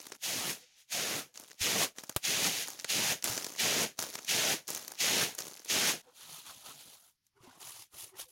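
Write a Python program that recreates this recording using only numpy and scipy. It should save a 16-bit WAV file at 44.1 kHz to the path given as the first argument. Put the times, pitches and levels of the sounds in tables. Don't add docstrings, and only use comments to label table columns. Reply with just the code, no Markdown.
import sys
import numpy as np
from scipy import signal
from scipy.io import wavfile
from scipy.ndimage import uniform_filter1d

SR = 44100
rng = np.random.default_rng(int(sys.argv[2]) if len(sys.argv) > 2 else 0)


def pcm_store(signal):
    levels = np.round(np.clip(np.atleast_2d(signal), -1, 1) * 32767)
    wavfile.write(sys.argv[1], SR, levels.astype(np.int16).T)


N = 366471

# t/s, time to last wave/s, rattle level/dB, last wave level/dB re rattle,
# fall/dB per s, drumming level/dB re rattle, sheen level/dB re rattle
TOSSES = [(0.238, 0.27, -37, 1.5, 262, -6.5, -3.5), (0.924, 0.27, -36, -1.5, 304, -5.5, -5.5),
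          (1.618, 0.22, -32, 4, 445.5, -6, -6.5), (2.25, 0.22, -32.5, 3.5, 282, -8.5, -6.5),
          (2.9, 0.22, -32.5, 2, 340, -6.5, -6.5), (3.598, 0.24, -31, 1, 344.5, -6, -7.5),
          (4.291, 0.24, -31, 1.5, 319, -7, -7.5), (5.006, 0.23, -30, 0.5, 216.5, -7, -7.5),
          (5.702, 0.2, -31, 2.5, 266, -6, -7)]
# t/s, length/s, rattle level/dB, drumming level/dB re rattle,
# sheen level/dB re rattle
SLIPS = [(0.61, 0.032, -60.5, -21, -19), (0.66, 0.12, -66.5, -19, -17), (0.788, 0.026, -61.5, -28, -5),
         (2.5, 0.13, -38, -11, -4.5)]
# t/s, length/s, rattle level/dB, tray level/dB re rattle,
# sheen level/dB re rattle
SWEEPS = [(6.03, 0.16, -73, 1.5, -4), (6.165, 0.79, -59.5, -7.5, -0.5), (6.21, 0.056, -56.5, -6.5, -4),
          (6.295, 0.093, -53.5, -6.5, 0.5), (6.465, 0.045, -53, -2.5, -4), (6.66, 0.053, -53, -3.5, -1),
          (6.802, 0.011, -54, -19, -4), (6.965, 0.125, -70, -5, 5), (7.25, 0.022, -84, -12, -2)]
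TIPS = [(7.375, 0.053, -81, 11.5, -3), (7.43, 0.14, -66.5, 4, -4.5), (7.615, 0.21, -54, -7, 1.5),
        (7.665, 0.033, -56, -5, 6), (7.945, 0.14, -60.5, -2, 3), (7.985, 0.052, -51.5, -16, 4.5),
        (8.14, 0.059, -83, 20.5, -7), (8.195, 0.022, -48.5, -6, 1), (8.29, 0.022, -70.5, -3, 8)]
# t/s, length/s, level at the start/dB
CHAFF = [(0.0, 0.16, -48.5), (1.352, 0.2, -49.5), (1.972, 0.19, -50), (2.672, 0.18, -43.5),
         (3.251, 0.32, -32), (3.993, 0.29, -39.5), (4.686, 0.31, -38.5), (5.384, 0.31, -42)]
SPRINKLE_SHARES = [0.2, 0.7]
# t/s, nominal peak level/dB, own ring f/Hz,
# weight level/dB re peak, sharpness level/dB re peak
HUSKS = [(0.0681, -31, 1130, -13, -8), (0.1202, -27, 4300, -13, -23), (1.3566, -39, 6000, -26, -30),
         (1.375, -31, 6240, -21, -21), (1.3978, -33, 6680, -8, 1), (1.515, -36.5, 1950, -27, -32),
         (1.984, -27, 6370, -13.5, -18), (2.0364, -30, 6600, -4, -2.5), (2.0949, -23, 6440, -11.5, -8),
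         (2.6834, -26, 6600, -0.5, 6.5), (2.7025, -29.5, 6900, -27, -2), (2.7982, -28, 6830, -35, -19),
         (2.8447, -20.5, 2030, -17.5, -20), (3.2247, -27, 4510, -31, -19), (3.2417, -15, 6030, -35, -7),
         (3.3775, -19, 5260, -15, -16), (3.445, -21.5, 5600, -21, -15), (3.4657, -25, 1290, -15, -15),
         (3.503, -34, 6440, -4, -8), (3.9901, -18.5, 4600, -14, -11.5), (4.0014, -24, 6900, -13, -5),
         (4.025, -20.5, 5700, -13, -6), (4.1395, -31.5, 6560, -29, -14), (4.154, -22.5, 5900, -13.5, -12.5),
         (4.1884, -29, 2520, -15, -22), (4.247, -31, 6060, -22, -11), (4.6797, -26, 6900, -21, -1),
         (4.7033, -22, 6660, -2, 6), (4.7485, -22, 6300, -36, -7), (4.775, -26, 6500, -18, -8),
         (4.8798, -26, 4500, -22, -9), (4.9185, -28.5, 6900, -11, -5), (5.35, -30, 6760, -8, 8),
         (5.3872, -21, 6300, -19, -11), (5.4054, -26.5, 5560, -8, -3), (5.481, -32, 7100, -4, 2),
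         (5.6482, -33, 4730, -28, -5), (7.267, -54.5, 5460, -33, -3)]
# t/s, level/dB
KNOCKS = [(2.163, -14), (2.1663, -25), (2.1712, -30.5)]
# f/Hz, level/dB re knock, t60/s
HOUSING_MODES = [(108, -8, 0.021), (260, -10, 0.0051), (530, -5, 0.0051), (1020, -5.5, 0.0035),
                 (6180, -22, 0.013)]
# t at the middle/s, mean f/Hz, level/dB
HOLLOWS = [(0.636, 506, -65), (1.3, 506, -73), (6.086, 506, -58), (6.337, 152, -59), (6.771, 147, -64),
           (7.381, 405, -66), (7.629, 358, -67), (8.143, 378, -56), (8.276, 515, -66)]
# t/s, f/Hz, level/dB
BUMPS = [(1.611, 87, -37), (3.25, 77, -56), (3.299, 120, -39), (3.989, 94, -48), (7.406, 126, -56),
         (7.434, 357, -53.5), (7.475, 257, -50.5), (7.938, 75, -61), (8.232, 60, -66)]
# f/Hz, relative level/dB
DRUMMING_SPECTRUM = [(18, -50), (30, -38.5), (111, -6), (164, -0.5), (321, -2), (454, -0.5), (520, -3),
                     (618, -1), (1060, -8), (1420, -5.5), (2720, 8.5), (3000, -9.5), (3900, -39),
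                     (6600, -120)]
# f/Hz, relative level/dB
RATTLE_SPECTRUM = [(700, 23.5), (1100, 0.5), (1600, -6), (2200, -2), (2800, 0.5), (3400, -0.5),
                   (4800, -2.5), (6000, -2), (6700, -1.5), (7300, -7.5), (8000, -9.5), (10300, -6),
                   (12500, -8.5), (16000, -14)]
# f/Hz, relative level/dB
PATTER_SPECTRUM = [(40, -32), (120, -4), (300, 1.5), (600, 1.5), (1100, -1.5), (2000, -2.5), (3000, -2),
                   (4500, 0), (5800, 2.5), (6600, 3), (8000, -5.5), (10500, -3), (13000, -6.5), (16000, -9)]
# f/Hz, relative level/dB
SWEEPING_SPECTRUM = [(30, -29), (130, -5), (250, -7.5), (450, -10.5), (980, -2.5), (1140, -6), (1310, -1.5),
                     (1550, -6.5), (2100, -5), (3270, 3.5), (4400, 2), (5300, -2.5), (6650, 0), (8000, -7),
                     (10200, 1), (16000, -8.5)]
# f/Hz, relative level/dB
TIPPING_SPECTRUM = [(30, -42.5), (120, 0), (220, -16), (350, -3), (460, -8), (950, -1.5), (1580, -5.5),
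                    (3000, 6), (5400, 3.5), (6500, 3.5), (8200, -2.5), (9900, 6), (16000, -5.5)]
# f/Hz, relative level/dB
AIR_SPECTRUM = [(25, -4), (90, 0), (170, -5), (300, -14.5), (700, -26.5), (1500, -15), (3500, -15.5),
                (5500, -10), (8000, -28), (11000, -17), (16000, -31.5)]

AIR_DB = -86
TRAY_TOP_HZ, SHEEN_FOOT_HZ, EDGE_HZ = 1600, 7500, 16050
TOSS_RISE_DB_PER_S, TOSS_SAG_DB_PER_S, WAVE_S, WAVE_SHEEN_DB = 850.5, 14, 0.048, 3.5
DRUM_START_DB, DRUM_LAG_S = -13.5, 0.027
SLIP_RISE_DB_PER_S, SLIP_FALL_DB_PER_S = 500, 370
SWEEP_RISE_DB_PER_S, SWEEP_FALL_DB_PER_S = 598, 380
TIP_RISE_DB_PER_S, TIP_FALL_DB_PER_S = 549, 478
CHAFF_RISE_DB_PER_S, CHAFF_THINNING_DB_PER_S, CHAFF_FALL_DB_PER_S = 1100, 58, 503
CRUNCHES_PER_S = 480
CLOSE_UNTIL_S, CUT_DB_PER_S = 6.016, 4000
CLOCK_S = np.arange(0, N + 32, 32) / SR


def showers():
    slips = strokes(SLIPS, SLIP_RISE_DB_PER_S, SLIP_FALL_DB_PER_S)
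    level, drum_gain, sheen_gain = gains([toss(*row) for row in TOSSES] + slips)
    level = level * together([swell_db(0, CLOSE_UNTIL_S, CUT_DB_PER_S, CUT_DB_PER_S)])
    flow = clumps(depth_db=0.1, size=150)
    kernels = patchy(impacts(per_s=14000, spread_db=1.0) * flow, depth_db=1.0)
    drumming = patchy(impacts(per_s=5000, spread_db=2.0) * flow, depth_db=2.5, size=1024)
    body = colour(drumming, DRUMMING_SPECTRUM)
    shell = colour(kernels, RATTLE_SPECTRUM)
    return level * voiced(body, shell, drum_gain, sheen_gain)


def toss(s, length_s, level_db, wave_db, fall_db_per_s, drum_db, sheen_db):
    age_s = np.clip(CLOCK_S - s, 0, length_s)
    wave = np.exp(-((length_s - age_s) / WAVE_S) ** 2)
    flow_db = level_db + swell_db(s, length_s, TOSS_RISE_DB_PER_S, fall_db_per_s) + wave_db * wave
    rattle_db = flow_db - TOSS_SAG_DB_PER_S * age_s
    drumming_db = flow_db + drum_db + DRUM_START_DB * np.exp(-age_s / DRUM_LAG_S)
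    return rattle_db, drumming_db, rattle_db + sheen_db + WAVE_SHEEN_DB * wave


def chaff():
    curves_db = []
    for s, length_s, start_db in CHAFF:
        thinning_db = CHAFF_THINNING_DB_PER_S * np.maximum(CLOCK_S - s, 0)
        curves_db.append(start_db + swell_db(s, length_s, CHAFF_RISE_DB_PER_S, CHAFF_FALL_DB_PER_S) - thinning_db)
    level = together(curves_db)
    t = np.arange(600) / SR
    landings = impacts(CRUNCHES_PER_S, spread_db=4, largest=2.0) ** 2
    dying_power = signal.oaconvolve(landings, np.exp(-t / 0.0004))[:N]
    crunch = np.sqrt(abs(dying_power)) * rng.standard_normal(N)
    crunch = evened(colour(patchy(crunch, depth_db=3.5, size=128), PATTER_SPECTRUM))
    sprinkle = evened(colour(impacts(per_s=8300, spread_db=3.5), PATTER_SPECTRUM))
    share = np.interp(20 * np.log10(level), [-50, -35], SPRINKLE_SHARES)
    return level * (np.sqrt(1 - share) * crunch + np.sqrt(share) * sprinkle)


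def husks(rattle_below_peak_db=11.0, crest_db=19.5):
    out, t = np.zeros(N), np.arange(1500) / SR
    for s, peak_db, hz, weight_db, sharp_db in HUSKS:
        settle_t = t - rng.uniform(0.0017, 0.0037)
        touch = 0.55 * (settle_t > 0) * np.exp(-abs(settle_t) / 0.00061)
        contact = np.exp(-t / 0.0011) + touch + 0.058 * np.exp(-t / 0.029)
        crunch = colour(contact * rng.standard_normal(len(t)), PATTER_SPECTRUM)
        ring = np.exp(-t / 0.0017) * np.sin(2 * np.pi * hz * t)
        shell = evened(crunch) + 0.24 * evened(ring)
        tick = voiced(crunch, shell, amp(weight_db + rattle_below_peak_db), amp(sharp_db + rattle_below_peak_db))
        add(out, s, amp(peak_db - crest_db) * evened(tick))
    return out


def knock():
    out, t = np.zeros(N), np.arange(3000) / SR
    thud = sum(amp(db - 60 * t / t60_s) * np.sin(2 * np.pi * hz * t) for hz, db, t60_s in HOUSING_MODES)
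    for s, level_db in KNOCKS:
        crack = (0.48 * np.exp(-t / 0.0031) + 0.047 * np.exp(-t / 0.019)) * rng.standard_normal(len(t))
        add(out, s, amp(level_db) * (thud + crack))
    return signal.sosfilt(signal.butter(2, 85, "highpass", fs=SR, output="sos"), out)


def hand():
    movements = strokes(SWEEPS, SWEEP_RISE_DB_PER_S, SWEEP_FALL_DB_PER_S)
    return slide(movements, SWEEPING_SPECTRUM, per_s=8600, clump_db=0.7)


def tipping():
    movements = strokes(TIPS, TIP_RISE_DB_PER_S, TIP_FALL_DB_PER_S)
    return slide(movements, TIPPING_SPECTRUM, per_s=17000, clump_db=1.8)


def slide(movements, spectrum, per_s, clump_db):
    level, tray_gain, sheen_gain = gains(movements)
    flow = clumps(clump_db, size=260)
    kernels = patchy(impacts(per_s, spread_db=1.0) * flow, depth_db=1.9)
    scraping = patchy(impacts(per_s=4000, spread_db=0.5) * flow, depth_db=4.0, size=1024)
    return level * voiced(colour(scraping, spectrum), colour(kernels, spectrum), tray_gain, sheen_gain)


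def bumps():
    out, t = np.zeros(N), np.arange(4000) / SR
    for s, hz, level_db in BUMPS:
        add(out, s, amp(level_db) * np.exp(-t / 0.015) * np.sin(2 * np.pi * hz * t))
    return out


def hollows():
    out, t = np.zeros(N), np.arange(3000) / SR
    for s, hz, level_db in HOLLOWS:
        waver = 1 + 0.035 * evened(uniform_filter1d(rng.standard_normal(len(t)), size=200))
        note = np.sin(2 * np.pi * np.cumsum(hz * waver) / SR) * np.hanning(len(t))
        add(out, s - t[-1] / 2, amp(level_db) * note)
    return out


def outdoor_air():
    return amp(AIR_DB) * evened(colour(rng.standard_normal(N), AIR_SPECTRUM))


def impacts(per_s, spread_db, largest=3.2):
    size = amp(spread_db * np.minimum(rng.exponential(1, N), largest))
    return size * rng.uniform(-0.97, 1, N) * (rng.random(N) < per_s / SR)


def clumps(depth_db, size):
    smooth = uniform_filter1d(uniform_filter1d(rng.standard_normal(N), size), size)
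    return amp(depth_db * evened(smooth))


def patchy(x, depth_db, size=256):
    z = signal.stft(x, nperseg=size)[2]
    across_f = uniform_filter1d(rng.standard_normal(z.shape), size=7, axis=0)
    field = evened(uniform_filter1d(across_f, size=3, axis=1))
    return signal.istft(z * amp(depth_db * field), nperseg=size)[1][:N]


def voiced(body, shell, low_gain, high_gain):
    rattle = band(shell, [TRAY_TOP_HZ, SHEEN_FOOT_HZ], "bandpass")
    low = band(body, TRAY_TOP_HZ, "lowpass")
    sheen = band(shell, SHEEN_FOOT_HZ, "highpass")
    return rattle + low_gain * low + high_gain * sheen


def strokes(table, rise_db_per_s, fall_db_per_s):
    return [level_db + swell_db(s, length_s, rise_db_per_s, fall_db_per_s) + np.array([[0], [tray_db], [sheen_db]])
            for s, length_s, level_db, tray_db, sheen_db in table]


def swell_db(s, length_s, rise_db_per_s, fall_db_per_s):
    before_s = np.maximum(s - CLOCK_S, 0)
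    after_s = np.maximum(CLOCK_S - s - length_s, 0)
    return -rise_db_per_s * before_s - fall_db_per_s * after_s


def together(curves_db):
    power = np.sum(amp(np.maximum(curves_db, -160)) ** 2, axis=0)
    return np.interp(np.arange(N) / SR, CLOCK_S, np.sqrt(power))


def gains(movements):
    rattle, tray, sheen = (together(part) for part in zip(*movements))
    return rattle, tray / rattle, sheen / rattle


def colour(x, spectrum, size=4096):
    hz, db = np.transpose(spectrum)
    grid_hz = abs(np.fft.fftfreq(size, 1 / SR))
    log_gain = np.log(amp(np.interp(np.log(grid_hz + 1), np.log(hz), db)))
    taps = np.fft.ifft(np.exp(np.conj(signal.hilbert(log_gain)))).real
    return signal.oaconvolve(x, taps[:size // 2])[:len(x)]


def band(x, hz, kind):
    return evened(signal.sosfilt(signal.butter(N=4, Wn=hz, btype=kind, fs=SR, output="sos"), x))


def amp(db):
    return 10 ** (np.asarray(db) / 20)


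def evened(x):
    return x / np.sqrt(np.mean(x ** 2) + 1e-20)


def add(mix, s, sound):
    part = mix[max(round(s * SR), 0):][:len(sound)]
    part += sound[:len(part)]


def scene():
    close = chaff() + husks()
    mid = showers() + close + knock() + hand() + tipping() + bumps() + hollows() + outdoor_air()
    treble = signal.sosfilt(signal.butter(4, 7000, "highpass", fs=SR, output="sos"), close)
    side = amp(-14) * signal.hilbert(treble).imag
    return np.array([mid + side, mid - side])


def record(dry):
    taps = signal.firwin(511, EDGE_HZ, window=("kaiser", 9), fs=SR)
    return signal.oaconvolve(dry, taps[None], "same")


dry = scene()
out = record(dry)
pcm_store(out)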